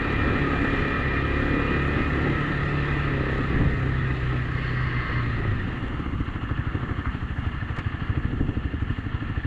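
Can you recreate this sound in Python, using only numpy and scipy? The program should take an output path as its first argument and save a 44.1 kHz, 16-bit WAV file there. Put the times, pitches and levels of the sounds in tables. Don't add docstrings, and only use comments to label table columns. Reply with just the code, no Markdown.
import sys
import numpy as np
from scipy import signal
from scipy.fft import rfft, irfft, next_fast_len
from scipy.io import wavfile
from scipy.ndimage import uniform_filter1d, map_coordinates

SR = 44100
rng = np.random.default_rng(int(sys.argv[2]) if len(sys.argv) > 2 else 0)


def to_wav(sig):
    pcm = np.clip(np.atleast_2d(sig), -1, 1) * 32767
    pcm = np.round(pcm).astype(np.int16)
    wavfile.write(sys.argv[1], SR, pcm.T)


N = 417186

# time in seconds, firings per second.
SPEED_IN_GEAR = [(0.0, 34.9), (0.22, 35.2), (0.77, 34.5), (2, 35.5), (2.3, 36.1), (2.77, 35.8),
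                 (3.03, 35.2), (3.33, 32.7), (3.42, 33.7), (4.03, 32.5), (4.24, 31.4), (4.48, 31.2),
                 (4.56, 31.8), (5.2, 30.2), (5.37, 28.4), (5.66, 22.6)]
SPEED_AT_IDLE = [(6.12, 13.65), (6.5, 12.65), (6.9, 12.53), (7.3, 12.65), (7.7, 12.39), (8.1, 13.11),
                 (8.4, 12.61), (8.7, 11.78), (9.0, 12.5), (9.46, 13.37)]
# time in seconds, level in dB relative to full pull.
ENGINE_LOAD = [(0, -6), (1.6, -2.5), (2.1, -5), (2.9, -12.5), (3.3, -10), (3.7, -12), (4.2, -23.5),
               (5.2, -24.5), (5.5, -18), (5.8, -22), (6.12, -8), (6.3, -10.5), (7.9, -13.5), (8.2, -10),
               (8.45, -5), (8.7, -8.5), (9.46, -11.5)]
# time in seconds, level in dB.
RIDING_RUSH = [(0, 1), (2.4, 1.7), (4.45, -2), (5.26, -2.5), (5.86, -4), (9.46, -7)]
# centre in seconds, length in seconds, lift of the buffeting in dB,
# lift of the rumble in dB.
GUSTS_AND_BUMPS = [(.29, 0.14, 3, 6.5), (.58, 0.2, 3, 3.5), (1.55, 0.21, 0.5, 1.5), (1.966, 0.058, 3, 8),
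                   (2.27, 0.074, 0.5, 6), (3.632, 0.1, 9, 6.5), (4.483, 0.083, 0.5, -3),
                   (5.752, 0.36, 5.5, 4.5), (6.85, 0.17, 4, 5.5), (7.395, 0.23, 3, -1.5),
                   (8.37, 0.27, 7, 7.5), (8.85, 0.22, 2.5, 1), (9.25, 0.17, 4.5, 2)]
# frequency in Hz, relative dB per Hz.
BUFFET_SPECTRUM = [(7.1, -22), (12, -7), (75, 2), (150, -5.5), (204, -9), (250, -5), (320, -43.5),
                   (550, -120)]
RUMBLE_SPECTRUM = [(71, -45.5), (120, -4), (210, -11.5), (286, -1), (562, -16), (630, -26), (708, -17.5),
                   (1000, -23.5), (1300, -43.5), (2200, -120)]
AIR_SPECTRUM = [(4000, -39), (5000, -6), (6000, -1), (6900, 0.5), (7450, 1), (7800, -7.5), (8800, -8.5),
                (9350, -5.5), (9900, -10), (11000, -10), (12000, -17.5), (13400, -28.5)]
# frequency in Hz, relative dB per Hz.
TYRE_SPECTRUM = [(350, -32), (600, -13), (843, -13), (936, -12.5), (1130, -6.5), (1280, -2.5),
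                 (1490, -10.5), (1660, -11.5), (1830, -2.5), (2070, -8.5), (2260, -15), (2510, -9),
                 (3120, -18), (3840, -21), (4820, -34), (6270, -51), (10600, -120)]
# frequency in Hz, width in Hz, lift in dB.
HOUSING_LIFTS = [(1285, 45, 4), (1602, 89, 6.5), (1777, 62, 3.5), (1910, 47, 2), (1994, 210, 3.5),
                 (2530, 28, -2.5), (3740, 63, -4), (4440, 26, 1)]
# time in seconds, level in dB.
TYRE_LEVEL = [(0, -31), (1.6, -32), (3.5, -33.5), (3.8, -36), (4.2, -34.5), (4.45, -38), (5.4, -36),
              (5.7, -40.5), (6.2, -59), (6.5, -67)]
# time in seconds, frequency in Hz, level in dB.
WHINE_TRACK = [(0, 2408, -42.5), (.45, 2402, -43), (1.2, 2410, -43), (1.5, 2428, -41), (1.7, 2440, -38),
               (1.95, 2448, -43), (2.08, 2470, -44), (2.16, 2470, -64), (2.9, 2450, -47), (3.2, 2400, -57),
               (3.5, 2330, -100)]
# frequency in Hz, relative dB per Hz.
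SCRUB_SPECTRUM = [(530, -57.5), (900, -21), (1090, -1), (1300, -6.5), (1430, -23), (1570, -3), (2000, -4),
                  (2120, -0.5), (2360, -23), (2850, -9), (3720, -29.5), (4370, -24), (4820, -31),
                  (6270, -48), (10600, -120)]
# frequency in Hz, width in Hz, start in seconds, end in seconds, level in dB.
DISC_MODES = [(4340, 200, 4.5, 5.25, -60), (4050, 130, 5.12, 5.4, -58), (2070, 16, 4.85, 5.26, -43),
              (1905, 20, 4.65, 5.2, -45), (1780, 24, 4.52, 5.18, -44), (1590, 20, 4.55, 5.18, -46),
              (1095, 22, 4.6, 5.3, -46), (1250, 40, 4.95, 5.38, -47), (1900, 60, 5.25, 5.64, -45)]
# time in seconds, level in dB.
CRUNCH_LEVEL = [(5.45, -70), (5.7, -47.5), (6.05, -43.5), (6.2, -43.5), (6.5, -43), (6.9, -41.5),
                (7.03, -44), (7.085, -37), (7.15, -47), (7.3, -48), (8.2, -45), (8.4, -57), (9.46, -54)]
# frequency in Hz, width in Hz, level in dB.
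GUARD_MODES = [(1120, 195, -1.5), (1304, 150, 1.5), (1550, 220, -3.5), (2070, 200, -5.5)]
# start in seconds, strength of the tick in dB, body over the tick in dB.
FLUNG_STONES = [(0.121, -45, 20), (7.762, -44.5, 12), (7.784, -41, 20.5)]
# start in seconds, strength in dB.
FRAME_KNOCKS = [(5.451, -15), (5.702, -24), (6.833, -21), (7.778, -28)]
# frequency in Hz, width in Hz, level in dB.
FRAME_MODES = [(130, 70, 2), (330, 200, -2), (740, 340, -10)]
# frequency in Hz, relative dB per Hz.
HEAD_SPECTRUM = [(260, -37), (450, -9.5), (522, -16.5), (582, -12.5), (717, -7.5), (938, -8.5), (1250, -1),
                 (1370, 0.5), (1480, -7.5), (1770, -10.5), (2120, -7), (2330, -15), (2550, -11.5),
                 (2850, -10), (3300, -15), (3760, -25.5), (4450, -27), (4820, -37), (6270, -52),
                 (10600, -120)]
# frequency in Hz, width in Hz, lift in dB.
COVER_LIFTS = [(1230, 550, -1), (2800, 45, 8), (4100, 71, 4)]
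# time in seconds, level over the head in dB.
COVER_LEVEL = [(5.5, -1), (5.9, -3), (6.05, -14), (6.3, -5), (6.45, -0.5), (7, -1), (7.2, -4), (7.6, -1),
               (8.3, 0.5), (8.45, -4), (8.65, -2), (9.46, -0.5)]
# multiple of the firing rate, relative level in dB, change when coasting in dB.
LOW_TONES = [(1, -1, -4), (2, 1.5, 1), (3, -4, -9), (5, -3, 3)]
# multiple of the firing rate, relative level in dB.
HIGH_TONES = [(5, -8), (6, -9), (7, -7), (8, -2.5), (9, -6), (10, -2), (11, -10), (12, -3), (13, -7),
              (14, -10), (15, -13), (16, -10), (17, -17), (19, -22), (20, -16), (21, -21), (24, -21)]
# multiple of the firing rate, relative level in dB.
TOOTH_TONES = [(34, -1), (36, 0), (38, -3), (46, -3), (50, -3), (52, 0), (56, -1), (62, -3), (68, 0),
               (73, -3)]
# frequency in Hz, width in Hz, level in dB.
CRANKCASE_MODES = [(1280, 220, -2), (1608, 190, 0), (1837, 280, 2), (2080, 137, -1), (2580, 53, -7.5)]
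# frequency in Hz, width in Hz, level in dB.
SILENCER_MODES = [(33.6, 21, -6), (57.7, 18, 2), (107, 46, 7.5)]
# frequency in Hz, width in Hz, level in dB.
TAIL_PIPE_MODES = [(174, 36, -17.5), (280.5, 57, 4.5), (340, 134, -4), (409, 90, -5)]
# time in seconds, level in dB.
THUD_LEVEL = [(0, -42), (.8, -38.5), (1.6, -37), (2.3, -39), (3, -47), (3.4, -38), (3.8, -34), (4.3, -44),
              (5, -39), (5.3, -38), (5.45, -31), (5.6, -36), (5.75, -30), (5.9, -44), (6.13, -36),
              (6.22, -30), (7.6, -32), (8.2, -29), (8.45, -26.5), (8.62, -29.5), (9.46, -31.5)]

A_FIRING = 6.2
OVERRUN = (1.6, 2.73)
COASTING = (3.5, 4.6)
BRAKING = (4.25, 4.62, 5.19, 5.3)
CLUTCH = (5.5, 5.85)
CLATTER_IN = (4.6, 5.87)
MESH_FADES = (5.15, 5.6)
WHINE_SETTLES = (0.98, 1.5)

BUFFET_DB, BUFFET_FOLLOWS = -32.5, 0.38
RUMBLE_DB, RUMBLE_FOLLOWS = -35.5, 1.41
AIR_DB = -68
BRAKE_DB, BRAKE_FADE_DB = -37.5, 15
GRITS_PER_S, GRIT_SPREAD_DB = 1200, 2.2
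KNOCK_PUSH_DB, KNOCK_PUFF_DB = 25, 4
CLATTER_DB, CLATTER_FOLLOWS = -42.5, -0.39
IDLE_LOAD_DB = -12
LOW_DB, HIGH_DB, MESH_DB = -32, -30.5, -36
HIGH_FOLLOWS, MESH_FOLLOWS = .5, .5
MESH_BRAKING_DB, FREE_DB = 3, -30
SHAKE_DB, OVERRUN_SHAKE_DB, FREE_SHAKE_DB = -34.5, 6, -55
STUMBLE = (5.07, .045, -14)
BARK_DB, BARK_IN_GEAR_DB = -29.5, -4
POPS, POP_DB, A_POP = (3.1, 3.2, 3.4, 3.42), -34.5, 3.2985
TOP_HZ = 13480


def amp(db):
    return 10 ** (np.asarray(db) / 20)


def unit(x):
    return x / np.sqrt(np.mean(x ** 2) + 1e-20)


def curves(rows):
    seconds, *columns = np.transpose(rows)
    return [np.interp(np.arange(N) / SR, seconds, column) for column in columns]


def ramp(start, end):
    return np.clip((np.arange(N) / SR - start) / (end - start), 0, 1)


def wobble(rate, step=1):
    coarse = np.arange(0, N + 32, 32)
    knots = rng.standard_normal(int(N * rate / SR) + 4)
    curve = map_coordinates(knots, [coarse * rate / SR])
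    return np.interp(np.arange(0, N, step), coarse, curve)


def filtered(x, response):
    size = next_fast_len(N + SR // 2)
    hz = np.fft.rfftfreq(size, 1 / SR)
    return irfft(rfft(x, size) * response(hz), size)[:N]


def muffled(x, top_hz, order):
    return filtered(x, lambda hz: 1 / (1 + 1j * hz / top_hz) ** order)


def ringing(x, modes):
    def response(hz):
        total = 0
        for k, (centre, width, db) in enumerate(modes):
            resonance = 1j * hz * width / (centre ** 2 - hz ** 2 + 1j * hz * width)
            total = total + (-1) ** k * amp(db) * resonance
        return total
    return filtered(x, response)


def hiss(spectrum, lifts=(), patchy_db=0, gate=1):
    cells = signal.stft(rng.standard_normal(N), nperseg=512)[2]
    patches = uniform_filter1d(rng.standard_normal(cells.shape), 4, 0)
    patches = uniform_filter1d(patches, 12, 1)
    noise = gate * signal.istft(cells * amp(patchy_db * unit(patches)), nperseg=512)[1][:N]
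    points_hz, points_db = np.transpose(spectrum)

    def colour(hz):
        base_db = np.interp(np.log(hz + 1), np.log(points_hz + 1), points_db)
        lift_db = sum(db / (1 + (2 * (hz - centre) / width) ** 2) for centre, width, db in lifts)
        return amp(base_db + lift_db)
    return unit(filtered(noise, colour))


def orders(table, cycle, sway_db, drift, rate):
    step = 5
    tones = 0
    for multiple, db in table:
        level_db = np.broadcast_to(db, N)[::step] + sway_db * wobble(rate, step)
        phase = 2 * np.pi * (multiple * cycle[::step] + rng.random()) + drift * wobble(rate, step)
        tones = tones + amp(level_db) * np.sin(phase)
    return unit(signal.resample_poly(tones, step, 1)[:N])


def crank():
    rate, = curves(SPEED_IN_GEAR + SPEED_AT_IDLE)
    cycle = np.cumsum(rate) / SR
    return rate, cycle - cycle[round(A_FIRING * SR)]


def beat(cycle, at, sharp):
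    return np.exp(sharp * (np.cos(2 * np.pi * (cycle - at)) - 1))


def braking():
    touch, bite, ease, off = BRAKING
    return ramp(touch, bite) - ramp(ease, off)


def jolts():
    t = np.arange(N) / SR
    return sum(np.outer(lifts, np.exp(-((t - s) / length) ** 2)) for s, length, *lifts in GUSTS_AND_BUMPS)


def wind(cycle):
    rush_db = curves(RIDING_RUSH)[0]
    gust_db, bump_db = jolts()
    buffet_db = BUFFET_DB + BUFFET_FOLLOWS * rush_db + gust_db
    rumble_db = RUMBLE_DB + RUMBLE_FOLLOWS * rush_db + bump_db
    buffet_gate = (1 + 0.47 * beat(cycle, 0.32, 1.7)) * amp(1.2 * wobble(12))
    rumble_gate = (1 + 0.62 * beat(cycle, 0.12, 4.6)) * amp(1.9 * wobble(30))
    air_gate = (1 + 0.33 * beat(cycle, .1, 7)) * amp(0.92 * wobble(60) + .8 * wobble(5.9))
    buffet = hiss(BUFFET_SPECTRUM, patchy_db=-1.0, gate=buffet_gate)
    rumble = hiss(RUMBLE_SPECTRUM, patchy_db=0.5, gate=rumble_gate)
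    air = hiss(AIR_SPECTRUM, patchy_db=0.5, gate=air_gate)
    return amp(buffet_db) * buffet + amp(rumble_db) * rumble + amp(AIR_DB + rush_db) * air


def tyres(cycle):
    throb = 1 + 0.27 * beat(cycle, .2, 2.7) + 0.11 * beat(2 * cycle, 0.092, 1.5)
    noise = hiss(TYRE_SPECTRUM, HOUSING_LIFTS, patchy_db=1.2, gate=throb * amp(.4 * wobble(12)))
    return amp(curves(TYRE_LEVEL)[0]) * noise


def whine():
    hz, level_db = curves(WHINE_TRACK)
    fuzz = (1.4 - .5 * ramp(*WHINE_SETTLES)) * wobble(70)
    tone = np.sin(2 * np.pi * np.cumsum(hz) / SR + fuzz) * amp(1.5 * wobble(15))
    return amp(level_db) * unit(tone)


def brake():
    pressure = braking()
    level_db = BRAKE_DB - BRAKE_FADE_DB * (1 - pressure)
    return (pressure > 0) * amp(level_db) * hiss(SCRUB_SPECTRUM, patchy_db=2.2)


def disc():
    total = 0
    for hz, width, start, end, db in DISC_MODES:
        whir = ringing(rng.standard_normal(N), [(hz, width, 0)])
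        whir = unit(ringing(whir, [(hz, 2 * width, 0)]))
        fade = ramp(start, start + .12) - ramp(end - .06, end)
        total = total + amp(db) * fade * whir
    return total


def crunch(cycle):
    density = .6 + beat(cycle, .1, 3) + .6 * beat(cycle, .85, 4)
    struck = rng.random(N) < GRITS_PER_S / SR * density
    strength = amp(GRIT_SPREAD_DB * rng.exponential(size=N))
    grit = struck * strength * rng.choice([-1, 1], N)
    return amp(curves(CRUNCH_LEVEL)[0]) * unit(muffled(ringing(grit, GUARD_MODES), 3500, order=4))


def stones():
    tick, body = np.zeros((2, N + SR))
    t = np.arange(SR // 10) / SR
    rise = 1 - np.exp(-t / .004)
    for s, db, body_db in FLUNG_STONES:
        first = round(s * SR)
        tick[first:][:len(t)] += rise * amp(db - 60 * t / .05) * rng.standard_normal(len(t))
        body[first:][:len(t)] += rise * amp(db + body_db - 60 * t / .08) * rng.standard_normal(len(t))
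    bright = ringing(tick[:N], [(4200, 650, 7), (7000, 1000, 3.5), (10400, 2000, -12)])
    dull = muffled(ringing(body[:N], [(1250, 530, 12), (2200, 1300, 9)]), 4800, order=5)
    return bright + dull


def knocks():
    puff, blows = np.zeros((2, N + SR))
    t = np.arange(SR // 10) / SR
    for s, db in FRAME_KNOCKS:
        first = round(s * SR)
        puff[first:][:len(t)] += amp(db + KNOCK_PUFF_DB - 60 * t / 0.02) * rng.standard_normal(len(t))
        blows[first] = -amp(db + KNOCK_PUSH_DB)
    dull = muffled(ringing(puff[:N], [(550, 1000, 9.3)]), 1200, order=5)
    return dull + muffled(ringing(blows[:N], FRAME_MODES), 1700, order=3)


def valves(cycle):
    gate = 1 + .5 * beat(cycle, .12, 8) + .45 * beat(cycle, .84, 5)
    head = hiss(HEAD_SPECTRUM, COVER_LIFTS, patchy_db=1.2, gate=gate * amp(.9 * wobble(40)))
    tappet_gate = 0.5 + beat(cycle, 0.915, 5.2) + 0.64 * beat(cycle, 0.37, 2.9)
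    tappet = tappet_gate * rng.standard_normal(N)
    cover = ringing(ringing(tappet, [(1765, 103, 0)]), [(1730, 1600, 0)])
    cover = unit(muffled(cover, 3000, order=4))
    over_idle_db = np.maximum(curves(ENGINE_LOAD)[0] - IDLE_LOAD_DB, 0)
    level = ramp(*CLATTER_IN) * amp(CLATTER_DB + CLATTER_FOLLOWS * over_idle_db)
    return level * (head + amp(curves(COVER_LEVEL)[0]) * cover)


def drone(cycle):
    eased_db = uniform_filter1d(curves(ENGINE_LOAD)[0], SR // 2)
    free_db = FREE_DB * ramp(*CLUTCH) ** 2
    low_db = LOW_DB + free_db
    high_db = HIGH_DB + HIGH_FOLLOWS * eased_db + free_db
    mesh_db = MESH_DB + MESH_FOLLOWS * eased_db + MESH_BRAKING_DB * braking() + FREE_DB * ramp(*MESH_FADES)
    low_table = [(multiple, db + change * ramp(*COASTING)) for multiple, db, change in LOW_TONES]
    low = orders(low_table, cycle, sway_db=2, drift=.4, rate=3)
    high = orders(HIGH_TONES, cycle, sway_db=3.2, drift=.55, rate=5)
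    teeth = orders(TOOTH_TONES, cycle, sway_db=3, drift=1.7, rate=14)
    teeth = unit(ringing(teeth, CRANKCASE_MODES))
    return amp(low_db) * low + amp(high_db) * high + amp(mesh_db) * teeth


def crank_shake(cycle):
    level_db = SHAKE_DB + OVERRUN_SHAKE_DB * ramp(*OVERRUN) + FREE_SHAKE_DB * ramp(*CLUTCH)
    centre, length, dip_db = STUMBLE
    level_db = level_db + dip_db * np.exp(-((np.arange(N) / SR - centre) / length) ** 2)
    shake = np.sqrt(2) * np.sin(2 * np.pi * 4 * cycle + 0.6 * wobble(9))
    return amp(level_db + 1.6 * wobble(14)) * shake


def exhaust_pops(cycle):
    sparks = np.diff(np.floor(cycle - cycle[round(A_POP * SR)]), prepend=0).clip(0, 1)
    pops = unit(ringing(muffled(sparks, 700, order=3), [(260, 520, 0)]))
    popping = ramp(*POPS[:2]) - ramp(*POPS[2:])
    return -popping * amp(POP_DB) * pops


def exhaust(rate, cycle):
    thud_db = curves(THUD_LEVEL)[0]
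    bark_db = BARK_DB + BARK_IN_GEAR_DB * (1 - ramp(*CLUTCH)) + curves(ENGINE_LOAD)[0]
    fired = np.flatnonzero(np.diff(np.floor(cycle)))
    timing_luck, thud_luck, bark_luck = rng.standard_normal((len(fired), 3)).T
    uneven = (12.5 / rate[fired]) ** 2
    delay = (.0006 * SR * uneven * timing_luck).astype(int)
    moments = np.clip(fired + delay, 0, N - 1)
    size = 1 / np.sqrt(rate[fired])
    thuds = np.bincount(moments, size * amp((.6 + .4 * uneven) * thud_luck), N)
    barks = np.bincount(moments, size * amp((1 + uneven) * bark_luck), N)
    thud = unit(ringing(muffled(thuds, 170, order=4), SILENCER_MODES))
    barks = np.roll(barks, round(0.00301 * SR))
    bark = ringing(muffled(barks, 620, order=5), TAIL_PIPE_MODES)
    bark = unit(ringing(bark, [(290, 1100, 0)]))
    turbulence = beat(cycle, .08, 10) * rng.standard_normal(N)
    puff = unit(ringing(muffled(turbulence, 200, order=4), [(90, 90, 0)]))
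    gas = amp(-9 + 1.3 * wobble(12))
    return amp(thud_db) * (thud + gas * puff) + amp(bark_db) * bark


def scene():
    rate, cycle = crank()
    surroundings = wind(cycle) + tyres(cycle) + crunch(cycle) + stones() + knocks()
    machinery = whine() + brake() + disc() + valves(cycle) + drone(cycle) + crank_shake(cycle)
    return (surroundings + machinery + exhaust_pops(cycle) + exhaust(rate, cycle))[None]


def record(dry):
    return filtered(dry[0], lambda hz: hz < TOP_HZ)[None]


dry = scene()
out = record(dry)
to_wav(out)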